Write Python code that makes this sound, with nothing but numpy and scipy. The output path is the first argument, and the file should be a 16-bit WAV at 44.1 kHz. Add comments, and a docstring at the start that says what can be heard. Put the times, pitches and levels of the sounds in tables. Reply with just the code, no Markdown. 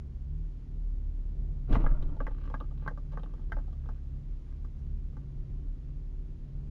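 """Inside a parked car: a van idles close by from the start, a loping stack of lines over rumble and hiss.
At about 1.7 s it backs into the bumper: dense cracks crush the plastic and soft shoves boom the shell.
From then on loose trim knocks, each contact ringing sets of short modes; from 2.2 s a fainter chatter
swells with the rocking car and fades. A small dash camera, sampling slowly, hears it all dull."""
import sys
import numpy as np
from scipy import signal
from scipy.fft import rfft, irfft
from scipy.io import wavfile
from scipy.ndimage import uniform_filter1d

SR = 44100
rng = np.random.default_rng(int(sys.argv[2]) if len(sys.argv) > 2 else 0)


def materialize(psi):
    """Save the field psi as 16-bit PCM at rate SR to the path in sys.argv[1].

    A 1-D psi becomes a single channel; in a 2-D psi each row is a channel.
    """
    bounded = np.clip(np.atleast_2d(psi).T, -1, 1)
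    quanta = np.round(bounded * 32767).astype(np.int16)
    wavfile.write(sys.argv[1], SR, quanta)


N = 295470

# Steady rumble and microphone hiss. Each row: frequency in Hz, density in dB per Hz.
FLOOR_SPECTRUM = [(10, -73.5), (18, -71.5), (26, -60.5), (40, -58), (52, -63), (95, -70), (170, -81.5),
                  (280, -83.5), (450, -92.5), (800, -103), (1600, -110), (3200, -114.5), (7500, -123)]
# Van engine at idle. Each row: time in seconds, firing rate in Hz, firing line level in dB with its uneven swells.
ENGINE_IDLE = [(0.0, 36.15, -48.5), (0.2, 33.58, -44), (0.42, 38.7, -32), (0.62, 35.08, -42.5),
               (0.86, 37.83, -29), (1.02, 35.56, -32.5), (1.6, 35.25, -34.5), (1.7, 33.57, -35),
               (1.9, 36.65, -26), (2.04, 36.88, -43.5), (2.24, 36.4, -31.5), (2.44, 35.18, -34.5),
               (2.86, 34.98, -37.5), (3.28, 37.7, -37), (3.41, 35.33, -38), (3.57, 35.61, -30.5),
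               (3.78, 34.16, -40.5), (3.92, 34.64, -34.5), (4.07, 34.38, -49), (4.3, 34.89, -36),
               (4.5, 34.65, -46), (4.65, 35.18, -33), (4.78, 34.23, -49), (4.93, 35.08, -33.5),
               (5.12, 35.38, -36.5), (5.24, 34.17, -53), (5.38, 34.88, -39), (5.54, 34.66, -42.5),
               (5.68, 35.77, -33), (5.85, 34.9, -44), (5.97, 35.4, -38.5), (6.3, 35.23, -39),
               (6.47, 34.64, -46), (6.65, 35.34, -37.5)]
# Weaker engine lines. Each row: multiple of the firing rate, level in dB before throb and waver.
SIDE_ORDERS = [(.75, -52), (1.5, -50.5), (3., -57), (3.5, -56.5), (4.5, -60.5), (6., -64), (7., -68),
               (8., -66.5), (10.5, -70.5)]
# Dashboard trim modes: low panel, hollow, middle, crack and high.
# Each row: frequency in Hz, relative level in dB, 60 dB decay time in seconds.
PANEL_MODES = [(193, 0, 0.093), (266.3, 3, 0.066), (322, -6, 0.075), (344, 1, 0.043), (453, -1, 0.025)]
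HOLLOW_MODES = [(496, -2, 0.016), (613, 0.5, 0.015), (703, 1, 0.016), (736, 3.5, 0.017), (850, 0.5, 0.013)]
MIDDLE_MODES = [(1030, 1, 0.012), (1116, -0.5, .009), (1160, 3, 0.015), (1270, -1.5, 0.01)]
CRACK_MODES = [(1300, -1, .008), (1573, 2, 0.012), (1785, 0.5, 0.0079), (2007, -1, 0.0069),
               (2200, -6.5, 0.0038)]
HIGH_MODES = [(2640, 2.4, 0.0062), (2950, 7, 0.008), (3170, 7.9, 0.012), (3460, 5, .007),
              (3800, 4.5, 0.007)]
# Trim knocks. Each row: start in seconds, peak of the middle modes in dB, then the hollow, crack, high
# and snap peaks in dB against it, and scrape in dB (before a common offset).
KNOCKS = [(1.728, -42, 2, -1, -0.5, -10, 5), (1.755, -29.5, 2.5, -3.5, -23, -30, 2.8),
          (1.841, -40.5, 7, -12.5, -20.5, -28, 4), (1.864, -31.5, -4, -3.5, -27, -40, 0.93),
          (1.913, -52, -3, 0.5, -21.5, -30, 7.4), (2.024, -57, 11.5, 2, 5, -11, 6),
          (2.091, -54.5, -15, -22, -11, -29, 7.3), (2.166, -62.5, 15, -7, -5, -10, 5.7),
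          (2.204, -33, -1.5, -9, -24, -32, 0.8), (2.267, -37, -29, 0, -22, -24, 0.93),
          (2.277, -47, 7.5, -14, -15, -37, 0.91), (2.309, -58, 9.5, -23, -17, -20, 6.9),
          (2.441, -57, -12, -4, -15, -18, 1.1), (2.459, -60, -5, -6, -6, -10, 1),
          (2.5, -49.5, 6, -9, -17, -17, 1.1), (2.511, -66, 20, -3, -14, -15, 8.9),
          (2.541, -31.5, -5, -6, -22.5, -32.5, 0.98), (2.576, -68, 9, -5, 2, -12, 1),
          (2.602, -53.5, 9, -5, 2.5, -15, 0.85), (2.608, -40, -4.5, -14, -21, -29, 7.2),
          (2.639, -59, 1, -6.5, -15, -17, 8), (2.708, -60, 4.5, -17, -11, -15, 8),
          (2.777, -62, -9, -14, -1, -16, 1.5), (2.813, -65, -7, -7, 2, -9, 0.94),
          (2.823, -63, 13.5, 1, -14, -15, 7), (2.863, -38.5, 1, -9, -28, -39, 1.04),
          (2.877, -32, -5, 1.5, -17, -26, 1.9), (2.909, -56, 12.5, -7, -21, -19, 10),
          (2.975, -44.5, -3, -13, -23, -22, 1.1), (3.12, -58, -2, -12, -9, -10, 6),
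          (3.132, -57.5, 11, 0, -6, -13, 9), (3.173, -38, -0.5, -3, -30, -28, 0.94),
          (3.195, -51, -6, -22, -9, -26, 0.96), (3.233, -51, 7.5, -7, -0.5, -18, 4.14),
          (3.258, -50.5, -8, -9, -20, -27, 9.1), (3.306, -63, -6, -10, -19, -20, 4.5),
          (3.337, -53, 0.5, -25, -13, -15.5, 3.3), (3.374, -69, 7, -15, -14, -18, 0.9),
          (3.394, -59.5, -3, -19, -14, -20, 0.95), (3.419, -65, 0, -10, -5, -11, 2.7),
          (3.497, -63, 6, -8, -14, -13, 8.15), (3.52, -37.5, -7.5, 7, -14, -22, 0.98),
          (3.567, -49, 9.5, -2, -27, -21, 1), (3.587, -50.5, 5, -1, -21, -23, 1),
          (3.679, -64, 11, -14, -11, -8.5, 9.3), (3.727, -61.5, 4, -15, -10, -7, 7.75),
          (3.858, -60, 7, -6, -13, -14, 9.04), (3.889, -43, -2.5, -9, -25, -21, 6.7),
          (4.647, -53, -4, -10, -22, -14, 1.127), (4.79, -71, 4, -6, -3, 0, 1),
          (5.13, -67, 6, -11, -10, -17, 8.23), (5.168, -51, -4, -7, -27, -16, 1.03)]
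# Body shell and cabin air. Each row: frequency in Hz, relative level in dB, 60 dB decay time in seconds.
SHELL_MODES = [(13.98, -10, 1.21), (28.5, -2, 1), (51, -8.5, 0.14), (114, -8.5, 0.2), (192, -17.5, 0.1),
               (240, -12, 0.072)]
# Shoves on the car body. Each row: start in seconds, strength in dB, pitch factor of the loaded shell.
SHOVES = [(1.702, -19, 0.926), (1.726, -18, 0.94), (1.76, -16.5, 1.02), (1.83, -18.5, 1.035),
          (1.862, -25.5, 1.14), (1.915, -31, 1.1), (1.99, -31.5, 0.99), (2.152, -32.5, 0.86)]
# Bumper crushing. Each row: time in seconds, level in dB, treble and low groan in dB against that level.
CRUSH_LEVELS = [(1.675, -81, -7, 17), (1.697, -59, -14, 15), (1.71, -55, -7, 15.5),
                (1.73, -51.5, -6.5, 22.5), (1.745, -47.5, -5, 12), (1.76, -44.5, -8.5, 11),
                (1.772, -44, -15, 11.5), (1.78, -51.5, -18, 9.5), (1.81, -49, -17, 12),
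                (1.85, -50, -18.5, -0.5), (1.89, -52.5, -24, 3.5), (1.93, -57, -26, 8),
                (1.975, -54, -30, -1), (2.0, -63, -25, 13), (2.015, -64, -22.5, 13), (2.05, -66.5, -14, 15),
                (2.3, -77.5, -33, 21.5)]
# Broad colour of the folding plastic. Each row: centre in Hz, width in Hz, relative level in dB.
CRUSH_GROAN = [(218.3, 148, 2.5), (277.7, 117, -3), (378, 350, -8)]
CRUSH_MIDDLE = [(627, 160, 9.5), (830, 250, 1), (1150, 220, 4.5), (1440, 310, -2.5), (1800, 270, -13)]
CRUSH_TREBLE = [(2460, 1000, 17), (2870, 680, 1.5), (3720, 580, 11), (5370, 460, -4)]
# Strained panels that ring about as loudly as the cracks.
# Each row: frequency in Hz, relative level in dB, 60 dB decay time in seconds.
STRAIN_MODES = [(620, 1, 0.16), (734, -1.5, 0.065), (926, -3, 0.09), (967, -3, 0.12), (1173, -3, 0.11),
                (1340, -3.5, .1), (1420, -3.5, 0.15), (1600, -7.5, 0.043)]
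# Mirror of the sound about half the camera's sampling rate. Each row: frequency in Hz, gain in dB.
MIRROR_GAIN = [(7900, -6), (8900, -3.5), (11000, -13), (13000, -23), (14500, -41.5), (15500, -56)]

# Engine: the idle lopes in pitch and level.
THROB_HZ, THROB_PEAK_S = 2.88, 3.48
# the firing line's regular throb is negligible; its swells are in ENGINE_IDLE
FIRING_THROB_DB, UPPER_THROB_DB, WAVER_DB = -0.5, 3, 3.5
SECOND_DB, FOURTH_DB = -46, -50.5  # second and fourth multiples of the firing rate
LOPE_SHARE, WANDER_SHARE = 0.017, 0.0078  # of the firing rate
# Chatter: the car rocks on its springs and the chatter swells with it.
CHATTER_START_S, CHATTER_DB, CHATTER_FADE_DB_PER_S, CHATTER_FLICKER_DB = 2.2, -66.5, 5.5, 6
ROCK_HZ, ROCK_PEAK_S, ROCK_DB = 3.0, 3.2, 7.5
# Knocks: the panel thud grows more slowly than the knock.
THUD_DB, THUD_SLOPE, USUAL_KNOCK_DB = -3, 0.36, -41
SCRAPE_S = 0.0075  # decay time constant
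CABIN_T60_S, CABIN_DB = 0.072, -14
CAMERA_RATE_HZ, CAMERA_TOP_HZ, TOP_HZ = 16000, 7350, 15600


def undb(db):
    """Decibels to an amplitude factor."""
    return 10 ** (np.asarray(db) / 20)


def unit(x):
    """Scale to an RMS of one."""
    return x / np.sqrt(np.mean(x ** 2))


def curve(table, silent=None):
    """Columns joined by straight lines in time; silent replaces them outside the table."""
    s, *columns = np.transpose(table)
    t = np.arange(N) / SR
    return [np.interp(t, s, c, left=silent, right=silent) for c in columns]


def walk(rate):
    """Random levels held 1 / rate s, smoothed twice over that time, with an RMS of one."""
    k = int(SR / rate)
    steps = np.repeat(rng.standard_normal(N // k + 1), k)
    return unit(uniform_filter1d(uniform_filter1d(steps, k), k)[:N])


def ring(modes, seconds, extra_db=0, detune=0):
    """Impulse response of decaying modes of alternating sign."""
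    t = np.arange(int(seconds * SR)) / SR
    hz, db, t60 = np.transpose(modes)[:, :, None]
    sign = (-1.) ** np.arange(len(modes))[:, None]
    tone = np.sin(2 * np.pi * hz * (1 + detune) * t)
    decay = np.exp(-np.log(1000) * t / t60)
    return (sign * undb(db + extra_db) * tone * decay).sum(axis=0)


def add(out, s, x):
    """Mix x into out from s seconds on."""
    i = int(s * SR)
    out[i:i + len(x)] += x[:N - i]


def grit(rate, spread_db):
    """Random tiny cracks, about rate per second, a few much bigger than the rest."""
    when, size, sign = rng.random((3, N))
    strength = undb(-spread_db * np.log(np.maximum(size, .03)))
    return (when < rate / SR) * strength * np.sign(sign - .5)


def broad(x, bands):
    """Wide, steep resonances, summed to an RMS of one."""
    total = 0
    for hz, width, db in bands:
        sos = signal.butter(2, (hz - width / 2, hz + width / 2), "band", fs=SR, output="sos")
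        total = total + undb(db) * signal.sosfilt(sos, x)
    return unit(total)


def soft(x, hz):
    """A yielding contact carries little above hz."""
    return signal.sosfilt(signal.butter(2, hz, fs=SR, output="sos"), x)


def floor():
    """Coloured noise: the low rumble swells slowly, the hiss stays nearly steady."""
    f = np.maximum(np.fft.rfftfreq(N, 1 / SR), 1)
    hz, db = np.transpose(FLOOR_SPECTRUM)
    shape = undb(np.interp(np.log(f), np.log(hz), db)) * np.sqrt(SR / 2)
    low = 1 / (1 + (f / 500) ** 2)  # power share of the rumble
    rumble = irfft(rfft(rng.standard_normal(N)) * shape * np.sqrt(low), N)
    hiss = irfft(rfft(rng.standard_normal(N)) * shape * np.sqrt(1 - low), N)
    return rumble * undb(2.2 * walk(3.7)) + hiss * undb(0.5 * walk(0.3) + 0.32 * walk(9))


def engine():
    """Idle boom: lines locked to the firing rate, whose pitch lopes while the upper lines throb and waver."""
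    hz, firing_db = curve(ENGINE_IDLE)
    lope = 2 * np.pi * THROB_HZ * (np.arange(N) / SR - THROB_PEAK_S)
    throb = np.cos(lope)
    firing_hz = hz * (1 + LOPE_SHARE * np.sin(lope + 0.26) + WANDER_SHARE * walk(4))
    phase = 2 * np.pi * np.cumsum(firing_hz) / SR
    # sqrt(2) makes each line's level an RMS level
    out = np.sqrt(2) * undb(firing_db + FIRING_THROB_DB * throb) * np.sin(phase)
    for k, db in ((2, SECOND_DB), (4, FOURTH_DB)):
        line_db = db + UPPER_THROB_DB * throb + WAVER_DB * walk(5.5)
        out = out + np.sqrt(2) * undb(line_db) * np.sin(k * phase + k)
    for k, db in SIDE_ORDERS:
        line_db = db + 1.1 * throb + 2.28 * walk(6)
        out = out + np.sqrt(2) * undb(line_db) * np.sin(k * phase + 0.69 * walk(5))
    return out


def chatter():
    """Faint random contacts ring the trim, swelling with each rock of the car and steadily fading."""
    t = np.arange(N) / SR
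    since = t - CHATTER_START_S
    chatter_db = CHATTER_DB - CHATTER_FADE_DB_PER_S * since + CHATTER_FLICKER_DB * walk(20)
    chatter_db = chatter_db + ROCK_DB * np.cos(2 * np.pi * ROCK_HZ * (t - ROCK_PEAK_S))
    contacts = grit(220, 4.7)
    modes = PANEL_MODES + HOLLOW_MODES + MIDDLE_MODES + CRACK_MODES
    body = signal.fftconvolve(soft(contacts, 1800), ring(modes, 0.11))[:N]
    high = broad(contacts + 0.87 * grit(2100, 2.4), CRUSH_TREBLE)
    return (since > 0) * undb(chatter_db) * (unit(body) + undb(-17) * high)


def shoves():
    """Soft 3 ms pushes of the bumper set the loaded shell booming."""
    out, push = np.zeros(N), np.hanning(int(0.003 * SR))
    for s, db, pitch in SHOVES:
        mode_spread_db = 4.5 * rng.standard_normal((len(SHELL_MODES), 1))
        boom = ring(SHELL_MODES, 1.5, mode_spread_db, pitch - 1)
        add(out, s, undb(db) * np.convolve(boom, push / push.sum()))
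    return out


def knocks():
    """Each knock is a hard contact and short scrape that ring the trim, never quite alike, plus a brittle snap."""
    out, t = np.zeros(N), np.arange(int(0.036 * SR)) / SR
    snap_band = signal.butter(2, (3300, 6200), "band", fs=SR, output="sos")
    # each set of modes with the limit in Hz of the contact that drives it
    mode_sets = [(MIDDLE_MODES, 2000), (HOLLOW_MODES, 1300), (CRACK_MODES, 3000),
                 (PANEL_MODES, 700), (HIGH_MODES, 6000)]
    for s, db, hollow_db, crack_db, high_db, snap_db, scrape_db in KNOCKS:
        thud_db = THUD_DB - THUD_SLOPE * (db - USUAL_KNOCK_DB)
        chance = rng.standard_normal((4, len(t)))
        scrape = chance[0] * np.abs(chance[1]) * np.exp(-t / SCRAPE_S)
        contact = undb(scrape_db - 25.5) * scrape
        contact[0] = 1  # the hard contact itself
        snap_decay = 0.99 * np.exp(-t / 0.0028) + np.exp(-t / 0.019)
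        parts = [signal.sosfilt(snap_band, chance[2] * snap_decay)]
        for k, (modes, soft_hz) in enumerate(mode_sets):
            gain, pitch = chance[3, 20 * k:][:2 * len(modes)].reshape(2, -1, 1)
            response = ring(modes, 0.12, 2.25 * gain, .03 * pitch)
            parts.append(np.convolve(soft(contact, soft_hz), response))
        for part, against_db in zip(parts, (snap_db, 0, hollow_db, crack_db, thud_db, high_db)):
            add(out, s, undb(db + against_db) * part / np.abs(part).max())
    return out


def crush():
    """A dense stream of cracks while the bumper folds; part of it rings the strained panels."""
    crush_db, treble_db, groan_db = curve(CRUSH_LEVELS, silent=-120)
    cracks = grit(600, 3.6) * undb(3.2 * walk(38))
    groan = broad(grit(1500, 1.6), CRUSH_GROAN)
    treble = broad(grit(1500, 3.3), CRUSH_TREBLE)
    singing = unit(signal.fftconvolve(cracks, ring(STRAIN_MODES, .2))[:N])
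    middle = broad(cracks, CRUSH_MIDDLE) + undb(-0.5) * singing
    return undb(crush_db) * (middle + undb(treble_db) * treble + undb(groan_db) * groan)


def cabin(x):
    """Short dense echoes off glass and seats, duller than the direct sound."""
    t = np.arange(int(.25 * SR)) / SR
    decay = np.exp(-np.log(1000) * t / CABIN_T60_S)
    onset = np.minimum(t / 0.0012, 1)
    tail = soft(rng.standard_normal(len(t)), 1800) * decay * onset
    return x + undb(CABIN_DB) * signal.fftconvolve(x, tail / np.sqrt(np.sum(tail ** 2)))[:N]


def scene():
    """All sources in one channel; only the trim excites the cabin echoes."""
    trim = cabin(chatter() + knocks())
    return (floor() + engine() + shoves() + crush() + trim)[None]


def record(dry):
    """The camera samples slowly; raising the rate leaves a faint mirror image above its band; the top is cut."""
    band = signal.sosfilt(signal.ellip(8, .2, 60, CAMERA_TOP_HZ, fs=SR, output="sos"), dry)
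    flipped = 2 * band * np.cos(2 * np.pi * CAMERA_RATE_HZ * np.arange(N) / SR)
    hz, db = np.transpose(MIRROR_GAIN)
    shape = undb(np.interp(np.fft.rfftfreq(2 * N, 1 / SR), hz, db, left=-90, right=-90))
    fade = np.minimum(np.arange(N, 0, -1) / (.01 * SR), 1)  # last 10 ms
    image = irfft(rfft(flipped * fade, 2 * N) * shape)[..., :N]
    return signal.sosfilt(signal.ellip(8, .2, 70, TOP_HZ, fs=SR, output="sos"), band * fade + image)


dry = scene()
out = record(dry)
materialize(out)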